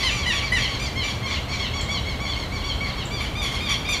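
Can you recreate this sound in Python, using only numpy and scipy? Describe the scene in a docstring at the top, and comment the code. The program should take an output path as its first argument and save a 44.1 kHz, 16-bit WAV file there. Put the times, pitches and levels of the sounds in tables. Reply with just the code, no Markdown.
"""A muddy marsh, where wading birds, probably stilts, yelp in overlapping series.
Each yelp is a reedy tone, a stack of harmonics (multiples of one pitch), that flicks up, arches
and sweeps down. Ground and trees scatter it into a short wash of echoes. A small bird chips twice.
Wind or far traffic rumbles below, with a soft hiss and a faint high whine above."""
import sys
import numpy as np
from scipy import signal
from scipy.fft import rfft, irfft
from scipy.io import wavfile

SR = 44100
rng = np.random.default_rng(int(sys.argv[2]) if len(sys.argv) > 2 else 0)


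def output_pcm(signal):
    """Save a mono or channel-first signal as 16-bit PCM at the path in sys.argv[1].

    Samples are clipped to [-1, 1] before scaling.
    """
    pcm = np.clip(np.atleast_2d(signal).T, -1, 1) * 32767
    wavfile.write(sys.argv[1], SR, np.round(pcm).astype(np.int16))


N = 176400
T = np.arange(N) / SR

FAR_DB = -37   # base level of a far bird; louder ones count as nearer
# The yelps. Each row: start in seconds, length in seconds, pitch in Hz that the arch is scaled to,
# depth of the fall (0-1), rasp (0-1), base level in dB, then the dB added to that level
# for harmonic 3, harmonic 4, harmonics 5-7 and harmonics 8-12.
YELPS = [ (-.018, 0.088, 1129, 0.63, 0.96, -33, -0.5, -2, -8.5, -29),
         (0.028, .080, 1049, 1, 0.28, -26, -3, -8.5, -12.5, -30),
         (.100, 0.12, 1195, 0.72, 0.48, -32.5, -15, -8, -9.5, -34),
         (0.183, 0.08, 1148, 0.83, 0.43, -36, -0.5, -4, -15, -34),
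         (0.257, 0.078, 1006, 1, 0, -26, -2.5, -8.5, -13.5, -29),
         (.315, .100, 1149, 0.78, .6, -34, 0, -3.5, -8.5, -30),
         (.415, 0.087, 1153, 0.78, 0.6, -34, -14, -6, -14.5, -38),
         (0.515, .080, 1012, 0.94, 0.18, -24, -8.5, -14, -17, -29),
         (0.562, .110, 1165, 0.67, 0.44, -34.5, -7, -5, -8, -30),
         (0.585, 0.098, 1086, .7, 0.52, -38.5, 4.5, -1, -11, -35),
         (0.678, 0.11, 1113, .5, .6, -36, -6, -4, -12.5, -35),
         (0.79, 0.11, 1200, 1, 0.54, -34.5, -7.5, -6, -9, -33),
         (0.951, 0.1, 1080, 0.85, 0.14, -36, 0.5, -2, -11.5, -34),
         (1.023, .110, 1177, 0.68, 0.64, -36, -3, -4, -8, -29),
         (1.220, 0.088, 1085, .6, 0.06, -35.5, -7, -8, -16, -38),
         (1.256, 0.12, 1180, 0.6, 0.75, -38, -5, -9, -9, -38),
         (1.299, 0.078, 1123, 0.95, 0.82, -35, 0, -3, -12, -38),
         (1.482, 0.081, 1114, 0.62, 0.42, -39, -3, 0.5, -7.5, -35),
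         (1.512, 0.082, 1153, 0.3, 0.58, -36, -9, -15, -11, -38),
         (1.588, 0.088, 1104, 0.91, 0.45, -35.5, 1.5, -1, -10.5, -36),
         (1.727, 0.1, 1129, 0.55, 0.12, -38.5, -1.5, -2.5, -7.5, -36),
         (1.790, 0.075, 1104, 0.85, 0.7, -40, -8, -6, -13, -30),
         (1.884, .110, 1139, 0.89, 0.08, -34, -0.5, -3.5, -10, -37),
         (2.049, 0.096, 1104, 0.7, 0.27, -39.5, -3.5, -3, -10, -30),
         (2.195, 0.1, 1141, .7, 0.03, -35.5, -8, -9, -14, -39),
         (2.25, 0.12, 1142, 1, 0.3, -42.5, 7, 2.5, -8.5, -35),
         (2.356, .105, 1109, 0.67, 0.15, -38.5, -10, -4, -10.5, -33),
         (2.517, .070, 1149, 0.64, 0.13, -36, -19, -7.5, -13, -42),
         (2.555, .075, 1135, 0.93, 0.1, -44.5, 2, -1, -11, -33),
         (2.632, 0.1, 1140, 0.67, 0.08, -39.5, 5.5, 2, -8, -33),
         (2.801, 0.074, 1135, 0.54, 0.13, -32.5, -15, -9, -18, -40),
         (2.856, 0.066, 1143, 1, 0.76, -40.5, -2.5, -2, -11, -32),
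         (2.963, 0.07, 1105, 0.94, 0.35, -40, 0.5, -3, -11, -34),
         (3.102, 0.12, 1177, 1, 0, -39.5, 0, -3, -11.5, -35),
         (3.2, 0.068, 1168, 0.85, 0.66, -36.5, -3, -6.5, -11, -27),
         (3.348, 0.12, 1216, 1, 0, -35, -2, -6.5, -18, -38),
         (3.413, .080, 1165, 0.7, 0.55, -35, -2.5, -5.5, -7.5, -23),
         (3.509, 0.085, 1103, .3, 0.7, -34.5, -3.5, -8, -11.5, -28.5),
         (3.598, 0.11, 1228, .9, .2, -36, 0.5, -6, -13.5, -34),
         (3.685, 0.065, 1159, 0.49, .55, -26.5, -4, -11.5, -12, -30),
         (3.843, .110, 1216, .8, 0.55, -37.5, 0.5, -3.5, -19, -37),
         (3.884, .080, 1216, 0.72, 0.22, -28, -5, -9, -8.5, -28.5)]


def waders():
    """All the yelps and their wash of echoes; the loud, near ones have less echo for their level."""
    direct, to_echoes = np.zeros(N), np.zeros(N)
    for start, length, pitch_hz, fall, rasp, level_db, *harmonics_db in YELPS:
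        call = ground_bounces(yelp(length, pitch_hz, fall, rasp, level_db, *harmonics_db))
        echo_db = -4 - 0.18 * (level_db - FAR_DB)
        add(direct, start, call)
        add(to_echoes, start, call * from_db(echo_db))
    return direct + scatter(to_echoes, fade_s=0.45, build_s=0.017)


# The rise and fall of a yelp. Each row: time as a share of its length, pitch as a share of its pitch.
PITCH_ARCH = [(0, .85), (.07, .935), (.14, 0.96), (.26, 0.98), (.45, 0.98), (.6, 0.93), (.8, .885),
              (1, .79), (1.3, 0.88)]
# How the bird's throat colours the tone. Each row: frequency in Hz, boost or cut in dB.
THROAT = [(800, -11), (1100, 6), (1550, -6.5), (1900, 0), (2350, 0.5), (2650, 0.5), (3200, 3), (3700, 2),
          (4400, 3.5), (4950, -0.5), (5700, 4), (6300, 1.5), (7000, 3), (7900, -6), (9000, -0.5),
          (11000, 2), (12500, 0.5), (14000, -1), (15500, -6)]


def yelp(length, pitch_hz, fall, rasp, level_db, third_db, fourth_db, upper_db, top_db, size=8192):
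    """One arching call; as it falls, harmonics 3 and 4 take over and the tone gets rougher."""
    t = T[:size]
    progress = np.minimum(t / length, 2)
    rasp = np.clip(rasp + 0.8 * np.maximum(progress - 0.6, 0), 0, 1)
    arch = np.interp(progress, *np.transpose(PITCH_ARCH))
    falling = t > t[np.argmax(arch)]
    drop = (arch.max() - arch) * np.where(falling, fall, 1)
    jitter = rasp * 0.018 * drift(238, size)   # rasp shakes the pitch
    hz = pitch_hz * (1 - drop) * (1 + jitter)
    phase = 2 * np.pi * np.cumsum(hz) / SR

    late = progress - .5   # below zero in the first half of the call
    harmonics_db = [-12.5 - 0.4 * (level_db - FAR_DB),   # louder calls sound thinner
                    -7 * late, third_db + 5 * late, fourth_db + 5 * late]
    harmonics_db += [upper_db + db - 3.5 * late for db in (-2, -4.5, -9.5)]
    harmonics_db += [top_db + db - 6 * late for db in (6.5, 4.5, 2.5, -2, -8)]
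    bill_open_s, attack_s, release_s = 0.04, 0.0093, 0.049
    bill_db = -3.5 * np.maximum(1 - t / bill_open_s, 0)   # duller until the bill has opened
    hiss_share = 0.66 * rasp
    tone = 0
    for k, db in enumerate(harmonics_db, 1):
        flicker_db = 2.5 * drift(69.5, size)
        gain = from_db(db + bill_db * (k > 2) + at_hz(THROAT, k * hz) + flicker_db)
        hiss = hiss_share * (drift(400, size) + 1j * drift(400, size))   # noise around this harmonic
        harmonic = np.exp(1j * (k * phase + 2 * np.pi * rng.random()))
        tone += gain * np.real((1 + hiss) * harmonic)
    fade_in = np.minimum(t / attack_s, 1)
    fade_out = np.clip(1 - (t - 0.72 * length) / release_s, 0, 1)
    return from_db(level_db + 0.15) * fade_in * fade_out * tone / np.sqrt(.5 + hiss_share ** 2)


def ground_bounces(call, count=6, strength=0.12, spread_s=0.012):
    """A few quick echoes off the ground, new for each call, lift some harmonics and weaken others."""
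    delays = (rng.uniform(.05, 1, count) * spread_s * SR).astype(int)
    out = np.pad(call, (0, delays.max()))
    for delay, sign in zip(delays, rng.choice([-1, 1], count)):
        out[delay:delay + len(call)] += sign * strength * call
    return out / np.sqrt(1 + count * strength ** 2)


def scatter(sound, fade_s, build_s):
    """Many faint echoes from clods, grass and trees build up, then die away by 60 dB in fade_s."""
    t = T[:SR]
    echoes = rng.standard_normal(SR) * from_db(-60 * t / fade_s) * (1 - np.exp(-t / build_s))
    return signal.fftconvolve(sound, echoes / np.linalg.norm(echoes))[:N]


# The small bird's chips. Each row: start in seconds, level in dB before echoes.
CHIPS = [(1.810, -33), (3.053, -37)]


def small_bird(from_hz=7900, to_hz=6720, length_s=0.0089):
    """Very short, high whistles that flick downward, each with a brief wash of echoes."""
    out, size = np.zeros(N), int(length_s * SR)
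    phase = 2 * np.pi * np.cumsum(np.linspace(from_hz, to_hz, size)) / SR
    whistle = np.sin(phase) + from_db(-25) * np.sin(2 * phase)
    chip = signal.windows.tukey(size, .5) * whistle
    for start, db in CHIPS:
        add(out, start, np.sqrt(2) * from_db(db) * chip)
    return out + scatter(out, fade_s=0.23, build_s=.003)


# The colour of the rumble. Each row: frequency in Hz, relative strength in dB.
RUMBLE = [(20, -13), (32, -8), (48, -0.5), (62, -1), (84, 0), (102, -6.5), (122, -1), (151, -12), (189, -9),
          (250, -12.5), (330, -17), (500, -18), (900, -18)]


def rumble():
    """Wind or far traffic makes a steady, low noise."""
    return from_db(-29) * noise(RUMBLE)


# The colour of the hiss. Each row: frequency in Hz, relative strength in dB.
HISS = [(700, -2), (950, 7.5), (1400, 2), (2200, -2), (3300, -1.5), (4300, -6.5), (5200, -14),
        (7000, -15.5), (9000, -19), (11500, -25.5), (13000, -26), (15500, -26)]


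def marsh_hiss():
    """A soft, steady hiss hangs over the marsh."""
    return from_db(-39) * noise(HISS)


# The tones of the whine. Each row: frequency in Hz, level in dB.
WHINE_TONES = [(11763, -74), (11793, -77), (11823, -63)]


def whine(waver_hz=3.04):
    """Three faint, very high tones lie close together and waver slightly in pitch."""
    out = np.zeros(N)
    for hz, db in WHINE_TONES:
        phase = 2 * np.pi * np.cumsum(hz + waver_hz * drift(8, N)) / SR
        out += np.sqrt(2) * from_db(db) * np.sin(phase)
    return out


def from_db(db):
    """Turn decibels into a number to multiply by."""
    return 10 ** (np.asarray(db) / 20)


def rms_one(x):
    """Scale a signal so that its typical size (rms) is 1."""
    return x / np.sqrt(np.mean(x ** 2) + 1e-20)


def at_hz(points, hz):
    """Read the dB at any frequency from rows of Hz and dB, on a scale of even octaves."""
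    f, db = np.transpose(points)
    return np.interp(np.log(hz + 1e-9), np.log(f), db)


def drift(hz, size):
    """A smooth random wobble of typical size 1, up to about hz swings a second."""
    f = np.fft.rfftfreq(size, 1 / SR)
    return rms_one(irfft(rfft(rng.standard_normal(size)) / (1 + (f / hz) ** 2), size))


def noise(colour):
    """Noise of typical size 1, shaped by rows of Hz and dB and falling away beyond their ends."""
    f = np.fft.rfftfreq(N, 1 / SR) + 1e-3
    edges = 1 / (1 + (f / colour[-1][0]) ** 12) / (1 + (colour[0][0] / f) ** 4)
    return rms_one(irfft(rfft(rng.standard_normal(N)) * from_db(at_hz(colour, f)) * edges, N))


def add(out, start_s, sound):
    """Mix a sound in at its start time."""
    at = int(start_s * SR) + np.arange(len(sound))
    inside = (at >= 0) & (at < N)
    out[at[inside]] += sound[inside]


def scene():
    """The birds and the background together, the same on the left and the right."""
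    return np.tile(waders() + small_bird() + whine() + rumble() + marsh_hiss(), (2, 1))


def record(dry):
    """Cut the highest treble steeply, above 15750 Hz."""
    return signal.sosfilt(signal.ellip(12, .1, 90, 15750, fs=SR, output="sos"), dry)


dry = scene()
out = record(dry)
output_pcm(out)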